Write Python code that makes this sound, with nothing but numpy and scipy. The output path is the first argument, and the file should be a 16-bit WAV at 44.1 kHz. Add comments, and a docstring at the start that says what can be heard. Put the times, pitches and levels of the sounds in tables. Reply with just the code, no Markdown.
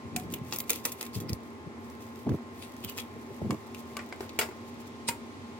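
"""Glazing rolls in an air-fryer basket

A silicone brush swishes over bread rolls, its bristles sticking and letting go with tiny wet ticks.
Parchment buckles and crackles under it, and the handle knocks the basket and sets it ringing.
Close above, a hand slips on the phone that holds the two microphones: dull thumps, rubs and creaks.
Behind it all, a kitchen appliance hums in a small, lively room."""
import sys
import numpy as np
from scipy import signal
from scipy.fft import rfft, irfft
from scipy.io import wavfile

SR = 44100
rng = np.random.default_rng(int(sys.argv[2]) if len(sys.argv) > 2 else 0)


def materialize(psi):
    """Save the field psi as 16-bit PCM at rate SR to the path in sys.argv[1].

    A 1-D psi becomes a single channel; in a 2-D psi each row is a channel.
    """
    bounded = np.clip(np.atleast_2d(psi).T, -1, 1)
    quanta = np.round(bounded * 32767).astype(np.int16)
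    wavfile.write(sys.argv[1], SR, quanta)


N = 246519

# brush strokes over crust and paper: middle_s, length_s, level_db
STROKE_SWELLS = [(0.245, 0.041, -63), (0.324, 0.027, -49), (0.467, 0.071, -68), (0.545, 0.13, -53),
                 (0.738, 0.091, -44), (0.873, 0.068, -43.5), (1.031, 0.1, -51), (1.161, 0.046, -43),
                 (1.467, 0.051, -63), (1.875, 0.16, -65), (2.021, 0.049, -54), (2.078, .05, -61),
                 (2.188, 0.12, -62.5), (2.35, 0.057, -60.5), (2.63, 0.16, -56), (2.908, 0.27, -55.5),
                 (2.993, 0.042, -44), (3.222, 0.029, -61), (3.49, 0.59, -65), (3.668, 0.02, -59),
                 (3.791, 0.049, -54.5), (3.912, 0.085, -60), (4.025, 0.089, -71), (4.23, 0.072, -56),
                 (4.683, 0.045, -60.5), (4.81, 0.038, -59), (4.874, 0.014, -52.5)]
# bright swish of the bristles: freq_hz, gain_db
BRISTLE_EQ = [(1200, -34), (2400, 6), (3500, 5), (5000, 5), (7500, 3.5), (11000, 0.5), (15000, 2)]
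# the brush scraping the basket wall and rim: middle_s, length_s, level_db, rasp_hz, rasp_boost_db
BASKET_SCRAPES = [(1.148, 0.026, -44, 4930, 12), (1.294, 0.013, -40.5, 5100, 18),
                  (2.638, 0.047, -51, 2700, 5), (2.845, 0.027, -45, 3100, 10),
                  (2.896, 0.034, -43.5, 2940, 14), (2.999, 0.015, -38, 3140, 9),
                  (5.086, 0.016, -28, 8900, 9)]
# tone of a scrape under its rasp: freq_hz, gain_db
SCRAPE_EQ = [(300, -29), (900, -16), (1600, -5.5), (2400, 3.5), (5000, 7.5), (7000, -3), (9000, 3),
             (13000, -12), (15800, -22)]
# single threads of glaze parting: start_s, relative_level_db
GLAZE_THREADS = [(1.476, -51), (1.845, -45), (1.9, -40), (1.94, -54), (2.02, -50), (2.066, -43),
                 (2.09, -51), (2.17, -52), (2.361, -44), (2.766, -38), (3.228, -53), (3.545, -39),
                 (3.797, -53), (4.03, -51), (4.875, -51)]
# fader for the bed of sticky ticks: time_s, level_db
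TACK_FADER = [(0, -78), (.25, -61), (1.35, -67), (1.7, -76), (2.05, -69), (2.5, -71), (3.2, -67.5),
              (3.6, -77), (3.9, -65.5), (4.3, -63), (4.9, -74), (5.25, -78)]
# parchment buckling: snap_s, relative_level_db, brightness, length_s, rustle_db, fold_hz, fold_boost_db
BUCKLES = [(0.198, -37.5, 7, 0.0017, -24, 3000, 11), (0.323, -38.5, 7, .0031, -19, 12000, 5),
           (0.3383, -27.5, 9, 0.0043, -25, 3000, 11.5), (0.343, -33, 8, 0.0027, -24, 7000, -6),
           (0.5243, -26, -5.5, 0.0035, -9, 4750, 6), (0.534, -34, 5.5, 0.018, -6, 1900, -8),
           (0.5606, -30, 12, 0.0048, -17, 13000, -4), (0.5864, -18.5, 15, .0009, -34, 14500, 1),
           (0.5948, -34, 7, .0014, -22, 12000, -1), (0.6024, -24.5, 6.5, 0.0015, -26, 13500, 5),
           (0.6052, -24, 9.5, 0.0014, -34, 12000, 0), (0.695, -23, 9.5, 0.008, -12, 2780, 9),
           (0.7038, -12, 11.5, 0.0015, -40, 2330, 8), (0.7064, -20.5, 15, 0.0022, -29, 12000, -4),
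           (0.7315, -30, 7.5, 0.0045, -14, 2100, 1), (0.759, -29, 7.5, 0.0016, -21, 2400, 0),
           (0.851, -25, -5.5, 0.0023, -16, 1700, 0.5), (0.8529, -20.5, 6, 0.0037, -11, 7200, -2),
           (0.8568, -24.5, 9, 0.0026, -21, 1400, -3), (0.9189, -27.5, 10.5, .002, -17, 13500, 2),
           (0.9222, -32, 11, 0.004, -20, 2600, 6), (1.01, -30, 5.5, 0.0073, -7, 3670, 5),
           (1.053, -35, 8, 0.0011, -22, 7000, 1), (1.064, -39, 7, 0.0051, -20, 3600, 6),
           (1.202, -31, 7.5, .0016, -2, 4800, 3), (1.292, -36, -4, 0.0016, -11, 4800, 2),
           (1.2935, -31.5, 9, 0.0016, 0, 4800, 6), (1.332, -24, 12.5, 0.00084, -18, 4600, 10.5),
           (2.293, -47, 0, 0.0083, -22, 3500, 5), (2.624, -35.5, 0, .0017, -24, 2700, 13),
           (2.84, -38, 12, 0.0016, -18, 3000, 13), (2.8473, -24.5, 12, .001, -32, 3200, 11),
           (2.888, -37.5, 2, .0014, -22, 3000, 10), (2.8974, -27, 5, 0.00083, -30, 15000, 10),
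           (2.923, -38, 0, .0008, -24, 15000, 6), (2.974, -33, 8, .0015, -22, 3000, 4),
           (2.979, -29, 4, .0014, -20, 2920, 12), (2.9855, -26, -2.5, 0.0012, -22, 2400, 8),
           (3.746, -39.5, 2, 0.0064, -24, 2870, 8), (4.292, -42.5, -7, 0.0075, -19, 3900, 6)]
# crisp tone of parchment: freq_hz, gain_db
PAPER_EQ = [(250, -9), (500, -3), (1050, -1.5), (1550, -7), (2400, 4), (2900, -2), (3700, -1), (5000, -1.5),
            (7000, -1), (9000, -4), (13000, -7), (15400, -6.5), (15900, -11)]
# hollow tone of the tray under the paper: freq_hz, gain_db
TRAY_EQ = [(150, -23), (330, 2.5), (500, 4.5), (750, -13), (1200, -10), (2000, -27)]
# handle hitting the basket: start_s, level_db, treble_db, body_db, crack_decay_s, relative_ring_db,
# right_lag_ms, spot_hz, spot_db, spot_t60_s, overtone_hz, overtone_db, rebound_db
HANDLE_KNOCKS = [(0.1624, -22.5, 8.5, -8, 0.0046, -27.5, 0.065, 734, -13, 0.14, 7400, -28.5, -28),
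                 (3.507, -30, -5, -4, 0.0039, -11.5, 0.063, 1102, 5.5, 0.023, 2680, -6, -42),
                 (3.968, -28.5, -4.5, -2.5, 0.004, -16.5, .005, 1154, -6, 0.07, 1520, -9, -10.5),
                 (4.125, -35.5, -16, -0.5, 0.0055, -21, .005, 1570, -4, 0.029, 2070, -2.5, -23),
                 (4.2064, -33, -4, 2.5, 0.0043, -21, .02, 413, 7, 0.029, 1060, -7, -12),
                 (4.3896, -20, 13, -3, 0.0099, -6, 0.022, 450, -21, 0.045, 2898, -8, -7.5),
                 (4.4883, -43, -11, 8, 0.0086, -12, .02, 358, 11, 0.042, 880, 2, -3.5),
                 (5.0867, -22, 2, -6.5, 0.0086, -15.5, .02, 930, -6, 0.088, 2472, -8, -22)]
# dry crack of a knock: freq_hz, gain_db
CRACK_EQ = [(200, -24), (450, 19), (1000, 9), (1650, 8.5), (2300, 9.5), (3000, 2.5), (3900, 1.5), (4900, 4),
            (6100, -3), (7400, 3.5), (10000, -3.5), (15800, -6)]
# basket resonances: pitch_hz, damping, relative_level_db
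BASKET_MODES = [(245, 30, 0.5), (447.4, 27, 12.5), (522, 54, 5.5), (634, 40, 2.5), (702, 40, 4),
                (888, 35, 8), (1345, 30, 8), (1505, 27, 6), (1800, 25, 5), (1918, 50, 7), (2230, 30, 9.5),
                (2293, 25, 10), (2530, 54, 1), (2767, 60, 4), (2844, 29, 10), (3330, 40, 9), (4780, 30, 1),
                (5240, 47, -4), (7040, 32, 13), (7800, 60, 5)]
# skin slipping on the phone's case: start_s, length_s, level_db, nominal_pitch_hz
SKIN_SLIPS = [(0.049, 0.0092, -33, 121), (0.126, 0.062, -33, 142), (0.251, 0.0096, -33.5, 130),
              (0.328, 0.013, -34, 170), (0.413, 0.013, -32, 122), (1.16, 0.027, -26, 130),
              (1.212, 0.056, -31.5, 163), (1.297, .04, -25.5, 135), (1.666, .01, -29.5, 131),
              (2.2684, 0.0063, -13.5, 242), (2.29, 0.008, -26, 199), (2.302, 0.014, -18, 125),
              (2.318, 0.0057, -18.5, 213), (2.334, .012, -37, 167), (2.342, 0.0091, -21.5, 224),
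              (2.845, 0.0087, -29, 112), (3.163, 0.006, -32.5, 313), (3.306, 0.009, -33, 345),
              (3.4197, 0.013, -22, 144), (3.447, .012, -26, 202), (3.464, 0.011, -27.5, 150),
              (3.498, 0.0097, -21, 225), (3.522, 0.028, -24, 237), (5.084, 0.0071, -31, 235)]
# the palm shifting on the case: middle_s, length_s, level_db
PALM_RUBS = [(0.32, 0.51, -44), (1.255, 0.14, -43.5), (2.308, 0.063, -31), (3.48, 0.1, -44.5)]
# dull tone of sliding skin: freq_hz, gain_db
SCUFF_EQ = [(40, -31.5), (90, 3), (200, 3.5), (450, -7), (800, -24.5), (1200, -32.5), (4000, -75)]
# the case creaking under the fingers: start_s, level_db, pitch_hz, decay_s
CASE_CREAKS = [(2.2708, -25, 620, 0.0014), (2.2912, -33, 1050, 0.0017), (2.318, -25.5, 420, .003),
               (2.34, -36, 810, 0.0022), (2.3448, -35.5, 1100, 0.0022), (2.3855, -44, 1240, .002),
               (2.406, -46, 1090, 0.0042), (3.4166, -30, 510, 0.0026)]
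# tone of a creak: pitch_multiple, gain_db
CREAK_EQ = [(.25, -3), (.7, 6.5), (1, 1), (1.5, -9), (2.5, -31), (5, -32), (12, -52)]
# slapback off the basket walls: delay_s, level_db
WALL_ECHOES = [(.00085, -20.5), (.0015, -14), (.0023, -22.5)]
# stereo balance of close sounds: freq_hz, left_minus_right_db
MIC_BALANCE = [(500, -1.5), (1100, 0), (2400, 2), (5000, 1.7), (10000, -0.3), (15000, -1.5)]
# rush of the appliance's fan: freq_hz, gain_db
FAN_EQ = [(26, -49), (45, -22), (90, 2.5), (180, -10.5), (240, 4.5), (290, -2), (390, -1.5), (520, -9),
          (900, -12), (1250, -14.5), (1550, -15), (1750, -16.5), (2100, -16.5), (3200, -33.5), (10000, -42),
          (15800, -58)]
# motor tones: pitch_hz, level_db, right_phase_lag_rad
MOTOR_TONES = [(95.7, -66, 0.42), (232.8, -50, 0.65), (396, -59.5, 0.1), (856, -57.5, 2.08),
               (1056, -58, 1.14)]
# the room's high hiss: freq_hz, gain_db
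HISS_EQ = [(1200, -13), (2400, 7.5), (4000, 4.5), (7500, -2.5), (11000, -11.5), (15000, -16)]
# fader for that hiss: time_s, level_db
HISS_FADER = [(0, -60), (1.6, -62.5), (3.2, -61), (4.3, -58.5), (5.59, -58)]
# how alike the room sounds at the two microphones: freq_hz, correlation
ROOM_CORRELATION = [(50, 0.076), (110, 0.96), (250, 0.96), (430, 0.84), (650, 0.41), (1100, 1),
                    (1500, -0.83), (2200, 0.18), (2700, -0.047), (4000, -0.1), (12000, 0.063)]

TIME = np.arange(N) / SR


def bristles():
    """Soft tufts stick and let go: a fluttering hiss with sticky ticks, both riding the pressure."""
    pressure = swells(STROKE_SWELLS)
    flutter_db = 1.5 * drift(35) + 3.5 * drift(330)
    hiss = unit(colour(grains(N, spread_db=1.7, lag_samples=3.8), BRISTLE_EQ)) * undb(flutter_db)
    envelope = releases(per_s=120, spread_db=10.5, decay_s=0.00083)
    ticks = unit(colour(grains(N, spread_db=6.5, lag_samples=7.1) * envelope, PAPER_EQ, tilt_db=5))
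    return pressure * (hiss + undb(-7) * ticks)


def scrapes():
    """The brush catches and slips on the basket wall: quick, uneven grit with a rasp where the wall rings."""
    catches_per_s, catch_decay_s, rasp_width_oct = 190, 0.0014, 0.24
    out, hz = np.zeros((2, N)), np.geomspace(300, 17000, 60)
    t = np.arange(SR // 8) / SR - 1 / 16
    for middle_s, length_s, db, rasp_hz, boost_db in BASKET_SCRAPES:
        tone_db = at(SCRAPE_EQ, hz) + boost_db * bell(hz, rasp_hz, rasp_width_oct)
        catches = np.cumsum(catches_per_s * undb(4 * drift(200, len(t)))) / SR
        grit = 0.25 + np.exp(-(catches % 1) / catches_per_s / catch_decay_s)
        grit *= undb(2 * drift(394, len(t)))
        eq = roughen(np.transpose([hz, tone_db]), spread_db=4)
        rasp = unit(colour(grains(len(t), spread_db=6, lag_samples=4.04) * grit, eq))
        add(out, middle_s + t[0], undb(db) * np.exp(-(2 * t / length_s) ** 2) * rasp)
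    return out


def glaze():
    """Single threads of glaze part, each with a tiny, clear tick."""
    decay_s, trim_db = 0.0018, -19
    out, t = np.zeros((2, N)), np.arange(SR // 50) / SR
    for start_s, db in GLAZE_THREADS:
        tick = grains(len(t), spread_db=3.1, lag_samples=5.1) * np.exp(-t / decay_s)
        add(out, start_s, unit(colour(tick, BRISTLE_EQ)) * undb(db + trim_db))
    return out


def tack():
    """The wet bristles never quite leave the crust: countless fine threads part in a faint ticking bed."""
    envelope = releases(per_s=100, spread_db=4, decay_s=0.0006, limit_sigma=2)
    ticks = grains(N, spread_db=4.2, lag_samples=2.7) * envelope
    return unit(colour(ticks, BRISTLE_EQ, tilt_db=3)) * fader(TACK_FADER)


def releases(per_s, spread_db, decay_s, limit_sigma=np.inf):
    """Glaze lets go at random moments: an envelope of uneven spikes that die fast."""
    onsets = rng.random(N) < per_s / SR
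    sizes = undb(spread_db * np.clip(rng.standard_normal(N), -limit_sigma, limit_sigma))
    return signal.lfilter([1], [1, -np.exp(-1 / (decay_s * SR))], onsets * sizes)


def parchment():
    """Each buckle creaks up under the brush, snaps, rings its fold and settles with a patchy rustle."""
    lead_s, attack_s, rustle_decay_s, trim_db = 0.015, 0.0002, 0.011, -18.5
    out, t = np.zeros((2, N)), np.arange(SR // 8) / SR - lead_s
    after = np.maximum(t, 0)
    for snap_s, db, brightness, length_s, rustle_db, fold_hz, boost_db in BUCKLES:
        snap = (1 - np.exp(-after / attack_s)) * np.exp(-after / (0.6 * length_s))
        creak = (t <= 0) * undb(-26) * np.exp(-np.abs(t) / 0.004)
        rustle = (t > 0) * undb(rustle_db) * np.exp(-after / rustle_decay_s)
        patches = undb(5.5 * drift(500, len(t)) - 2)
        envelope = snap / snap.max() + patches * (creak + rustle)
        eq = roughen(PAPER_EQ, spread_db=1.8)
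        eq[:, 1] += boost_db * bell(eq[:, 0], fold_hz, width_oct=0.4)
        fibres = grains(len(t), spread_db=4, lag_samples=2.8, width=0.84)
        crackle = unit(colour(fibres * envelope, eq, tilt_db=1.63 * (brightness - 0.5)))
        add(out, snap_s - lead_s, crackle * undb(db + trim_db) * np.sqrt(length_s / 0.0029))
        add(out, snap_s, tray(db - brightness / 2, length_s))
    return pan(out, 0.12)


def tray(db, buckle_s):
    """A buckle shakes the tray under the paper, which answers short and hollow."""
    decay_s, trim_db = 0.014, -15.5
    t = np.arange(SR // 8) / SR
    body = unit(colour(diffuse(len(t)), TRAY_EQ)) * np.exp(-t / decay_s)
    return body * undb(db + trim_db) * np.sqrt(buckle_s / 0.0043)


def handle():
    """The handle hits the basket and falls back once on the rim, duller and with a longer chatter."""
    rebound_s = 0.022
    out = np.zeros((2, N))
    for start_s, db, treble_db, body_db, decay_s, ring_db, lag_ms, *spot, rebound_db in HANDLE_KNOCKS:
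        add(out, start_s, knock(db, treble_db, body_db, decay_s, ring_db, lag_ms, *spot))
        rebound = knock(db + rebound_db, treble_db - 23.5, body_db,
                        decay_s=0.021, ring_db=-15, lag_ms=lag_ms,
                        spot_hz=925, spot_db=-19, spot_t60_s=0.033, overtone_hz=1448, overtone_db=-0.5)
        add(out, start_s + rebound_s, rebound)
    return out


def knock(db, treble_db, body_db, decay_s, ring_db, lag_ms,
          spot_hz, spot_db, spot_t60_s, overtone_hz, overtone_db):
    """One hit in three layers: a dry crack, a ping from the struck spot and the whole basket ringing."""
    t, lag_s = np.arange(SR // 5) / SR, lag_ms / 1000
    mic_t = t - np.array([[0], [lag_s]])
    eq = roughen(CRACK_EQ, spread_db=2.3)
    eq[:, 1] += body_db / (1 + (eq[:, 0] / 1900) ** 6)  # low shelf
    noise = grains(len(t), spread_db=3.6, lag_samples=lag_s * SR, width=1.8)
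    crack = unit(colour(noise, eq, treble_db)) * np.exp(-t / decay_s)
    ping = undb(spot_db) * np.sin(2 * np.pi * spot_hz * mic_t)
    ping += undb(overtone_db) * np.sin(2 * np.pi * overtone_hz * mic_t)
    ping *= die_away(t, spot_t60_s)
    hz, damping, mode_db = np.transpose(BASKET_MODES)[:, :, None]
    weights = undb(mode_db) / np.linalg.norm(undb(mode_db))
    envelopes = weights * np.exp(-t * (42 + 0.4 * damping + 0.014 * hz))
    # high modes radiate differently towards each microphone
    turns = rng.random(hz.shape) + np.minimum(hz / 16000, 0.14) * rng.standard_normal((2, *hz.shape))
    ring = np.sum(envelopes * np.sin(2 * np.pi * (hz * mic_t[:, None] + turns)), axis=1)
    return undb(db) * (pan(crack, 0.34) + pan(ping + undb(ring_db + 6) * ring, 1.7))


def grip():
    """Slipping skin catches on the case: each catch is a scuffed thump that sinks as the skin relaxes."""
    gap_s, attack_s, glide_s = 0.0225, 0.00076, 0.0032
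    out, t = np.zeros((2, N)), np.arange(SR // 10) / SR
    for start_s, length_s, db, slip_hz in SKIN_SLIPS:
        for k, (late, soft, detune, side) in enumerate(rng.standard_normal((4, 4))):
            delay_s = gap_s * (k + 0.074 * late * (k > 0))
            hz = slip_hz * 2 ** (0.15 * detune)
            pitch_hz = hz * (0.88 + 0.96 * np.exp(-t / glide_s))
            # the case flexes, so the two microphones swing a little out of step
            skew = np.array([[1], [-1]]) * 0.36 * np.sign(side)
            envelope = (1 - np.exp(-t / attack_s)) * np.exp(-t * hz / 1.47)
            thump = np.sin(2 * np.pi * np.cumsum(pitch_hz) / SR + skew) * envelope
            puff = diffuse(len(t)) * np.exp(-((t - 0.014) / 0.01) ** 2)
            scuff = unit(colour(puff, np.array(SCUFF_EQ) * [(hz / 180) ** 0.5, 1]))
            gate = np.clip(2 * (length_s - delay_s) / gap_s, 0, 1)  # mutes catches past the slip's end
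            gain = undb(db - 1.1 * soft) * gate
            add(out, start_s + delay_s, gain * thump)
            add(out, start_s + delay_s - 0.008, gain * undb(-15.5) * scuff)
    return pan(out, -0.4)


def palm():
    """The palm slides on the case with a soft, dull rumble."""
    return swells(PALM_RUBS) * unit(colour(diffuse(N), SCUFF_EQ))


def case_creaks():
    """The squeezed case gives way with short, rough clicks."""
    out, t = np.zeros((2, N)), np.arange(SR // 20) / SR
    for start_s, db, hz, decay_s in CASE_CREAKS:
        burst = grains(len(t), spread_db=2.3, lag_samples=3.2, width=0.39) * np.exp(-t / decay_s)
        click = unit(colour(burst, np.array(CREAK_EQ) * [hz, 1]))
        add(out, start_s, undb(db) * click * np.sqrt(decay_s / t[-1]))
    return out


def appliance():
    """A fan's steady rush under motor tones that waver slightly in pitch and level."""
    fan_db, waver_db = -46, 2
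    out = unit(colour(diffuse(N), FAN_EQ)) * undb(fan_db + 0.023 * drift(0.12))
    for hz, db, lag_rad in MOTOR_TONES:
        phase = 2 * np.pi * np.cumsum(hz + 3 * drift(25.55)) / SR
        tone = np.sqrt(2) * np.sin(phase - np.array([[0], [lag_rad]]))
        out += tone * undb(db + waver_db * np.tanh(drift(15)))
    return out


def room_hiss():
    """A faint, high hiss that slowly dips and returns."""
    return unit(colour(diffuse(N), HISS_EQ)) * fader(HISS_FADER)


def basket_echoes(x):
    """Quick echoes off the basket walls make the sounds inside a little hollow."""
    out = x.copy()
    for delay_s, db in WALL_ECHOES:
        add(out, delay_s, undb(db) * x)
    return out


def kitchen(x, wet_db, treble_db, low_t60_s, high_t60_s):
    """Counter and walls answer with a short two-band tail, softer in the treble."""
    crossover_hz, attack_s = 3500, 0.00067
    t = np.arange(SR // 2) / SR
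    noise = diffuse(len(t))
    low = band(noise, "low", crossover_hz) * die_away(t, low_t60_s)
    high = band(noise, "high", crossover_hz) * die_away(t, high_t60_s)
    tail = (low + undb(treble_db) * high) * (1 - np.exp(-t / attack_s))
    tail = unit(tail) / np.sqrt(len(t))
    return x + undb(wet_db) * signal.fftconvolve(x, tail, axes=1)[:, :N]


def mic_balance(x):
    """Close sounds reach the left microphone with more upper midrange."""
    half_db = at(MIC_BALANCE, np.fft.rfftfreq(N, 1 / SR)) / 2
    return irfft(rfft(x) * undb(np.array([half_db, -half_db])), N)


def grains(count, spread_db, lag_samples, width=1.0):
    """Dense, uneven clicks, later on the right; width gives each side some treble of its own."""
    clicks = rng.standard_normal((3, count)) * undb(spread_db * rng.standard_normal(count))
    delay = np.exp(-2j * np.pi * np.fft.rfftfreq(count) * lag_samples)
    late = irfft(rfft(clicks[0]) * delay, count)
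    return unit(np.array([clicks[0], late]) + width * band(clicks[1:], "high", 800))


def diffuse(count):
    """Noise from all sides: near mono in the low mids, wide in the treble."""
    mid, side = rfft(rng.standard_normal((2, count)))
    alike = np.clip(at(ROOM_CORRELATION, np.fft.rfftfreq(count, 1 / SR)), -0.99, 0.99)
    mid, side = mid * np.sqrt(1 + alike), side * np.sqrt(1 - alike)
    return unit(irfft([mid + side, mid - side], count))


def colour(x, eq, tilt_db=0):
    """Minimum-phase EQ, with a treble tilt that reaches tilt_db at 13 kHz."""
    size = 4096
    hz = np.fft.rfftfreq(size, 1 / SR)
    db = at(eq, hz) + tilt_db * np.clip(hz / 13000, 0, 1)
    cepstrum = irfft(np.log(undb(db)))
    cepstrum[1:size // 2] *= 2
    cepstrum[size // 2 + 1:] = 0
    impulse = irfft(np.exp(rfft(cepstrum)))
    return signal.fftconvolve(x, impulse[None], axes=1)[:, :x.shape[1]]


def roughen(eq, spread_db):
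    """Give a fold or struck spot random peaks and dips of its own."""
    hz = np.linspace(300, 17000, 90)
    return np.transpose([hz, at(eq, hz) + spread_db * rng.standard_normal(len(hz))])


def band(x, kind, hz):
    """Gentle low-pass or high-pass."""
    return signal.sosfilt(signal.butter(2, hz, kind, fs=SR, output="sos"), x)


def bell(hz, centre_hz, width_oct):
    """Shape of a resonant EQ bump."""
    return np.exp(-(np.log2(hz / centre_hz) / width_oct) ** 2)


def at(curve, hz):
    """Read a curve on a log-frequency axis."""
    freqs, values = np.transpose(curve)
    return np.interp(np.log(hz + 1), np.log(freqs), values)


def swells(contacts):
    """Pressure of contacts that lean in and ease off."""
    return sum(undb(db) * np.exp(-(2 * (TIME - middle_s) / length_s) ** 2)
               for middle_s, length_s, db in contacts)


def fader(points):
    """Gain that rides through time_s, level_db points."""
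    return undb(np.interp(TIME, *np.transpose(points)))


def die_away(t, t60_s):
    """A decay that is 60 dB down at t60_s."""
    return np.exp(-np.log(1000) * t / t60_s)


def drift(per_s, count=N):
    """Smooth random wander, spread near 1."""
    knots = rng.standard_normal(4000)
    return np.interp(np.arange(count) / SR * per_s, np.arange(len(knots)), knots)


def pan(x, left_db):
    """Lean a stereo pair to the left, or to the right if negative."""
    return x * undb(np.array([[left_db], [-left_db]]) / 2)


def add(out, start_s, x):
    """Drop a sound into the mix."""
    i = max(int(start_s * SR), 0)
    out[:, i:i + x.shape[1]] += x[:, :N - i]


def undb(db):
    """Decibels to gain."""
    return 10 ** (np.asarray(db) / 20)


def unit(x):
    """Scale to rms 1."""
    return x / np.sqrt(np.mean(x ** 2))


def scene():
    """Brush, paper and basket ring in the room; handling noise comes dry through the phone's case."""
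    brushing = basket_echoes(parchment() + bristles() + glaze() + tack() + scrapes())
    brushing = kitchen(brushing, wet_db=-7, treble_db=-5.5, low_t60_s=0.14, high_t60_s=0.12)
    knocking = kitchen(handle(), wet_db=-8, treble_db=-2.5, low_t60_s=0.18, high_t60_s=0.2)
    handling = grip() + palm() + case_creaks()
    return mic_balance(brushing + knocking) + handling + appliance() + room_hiss()


def record(dry):
    """The phone thins the deepest bass and cuts the top steeply."""
    low_hz, top_hz = 58, 15950
    top_cut = signal.ellip(10, 0.2, 70, top_hz, fs=SR, output="sos")
    return signal.sosfilt(top_cut, band(dry, "high", low_hz))


dry = scene()
out = record(dry)
materialize(out)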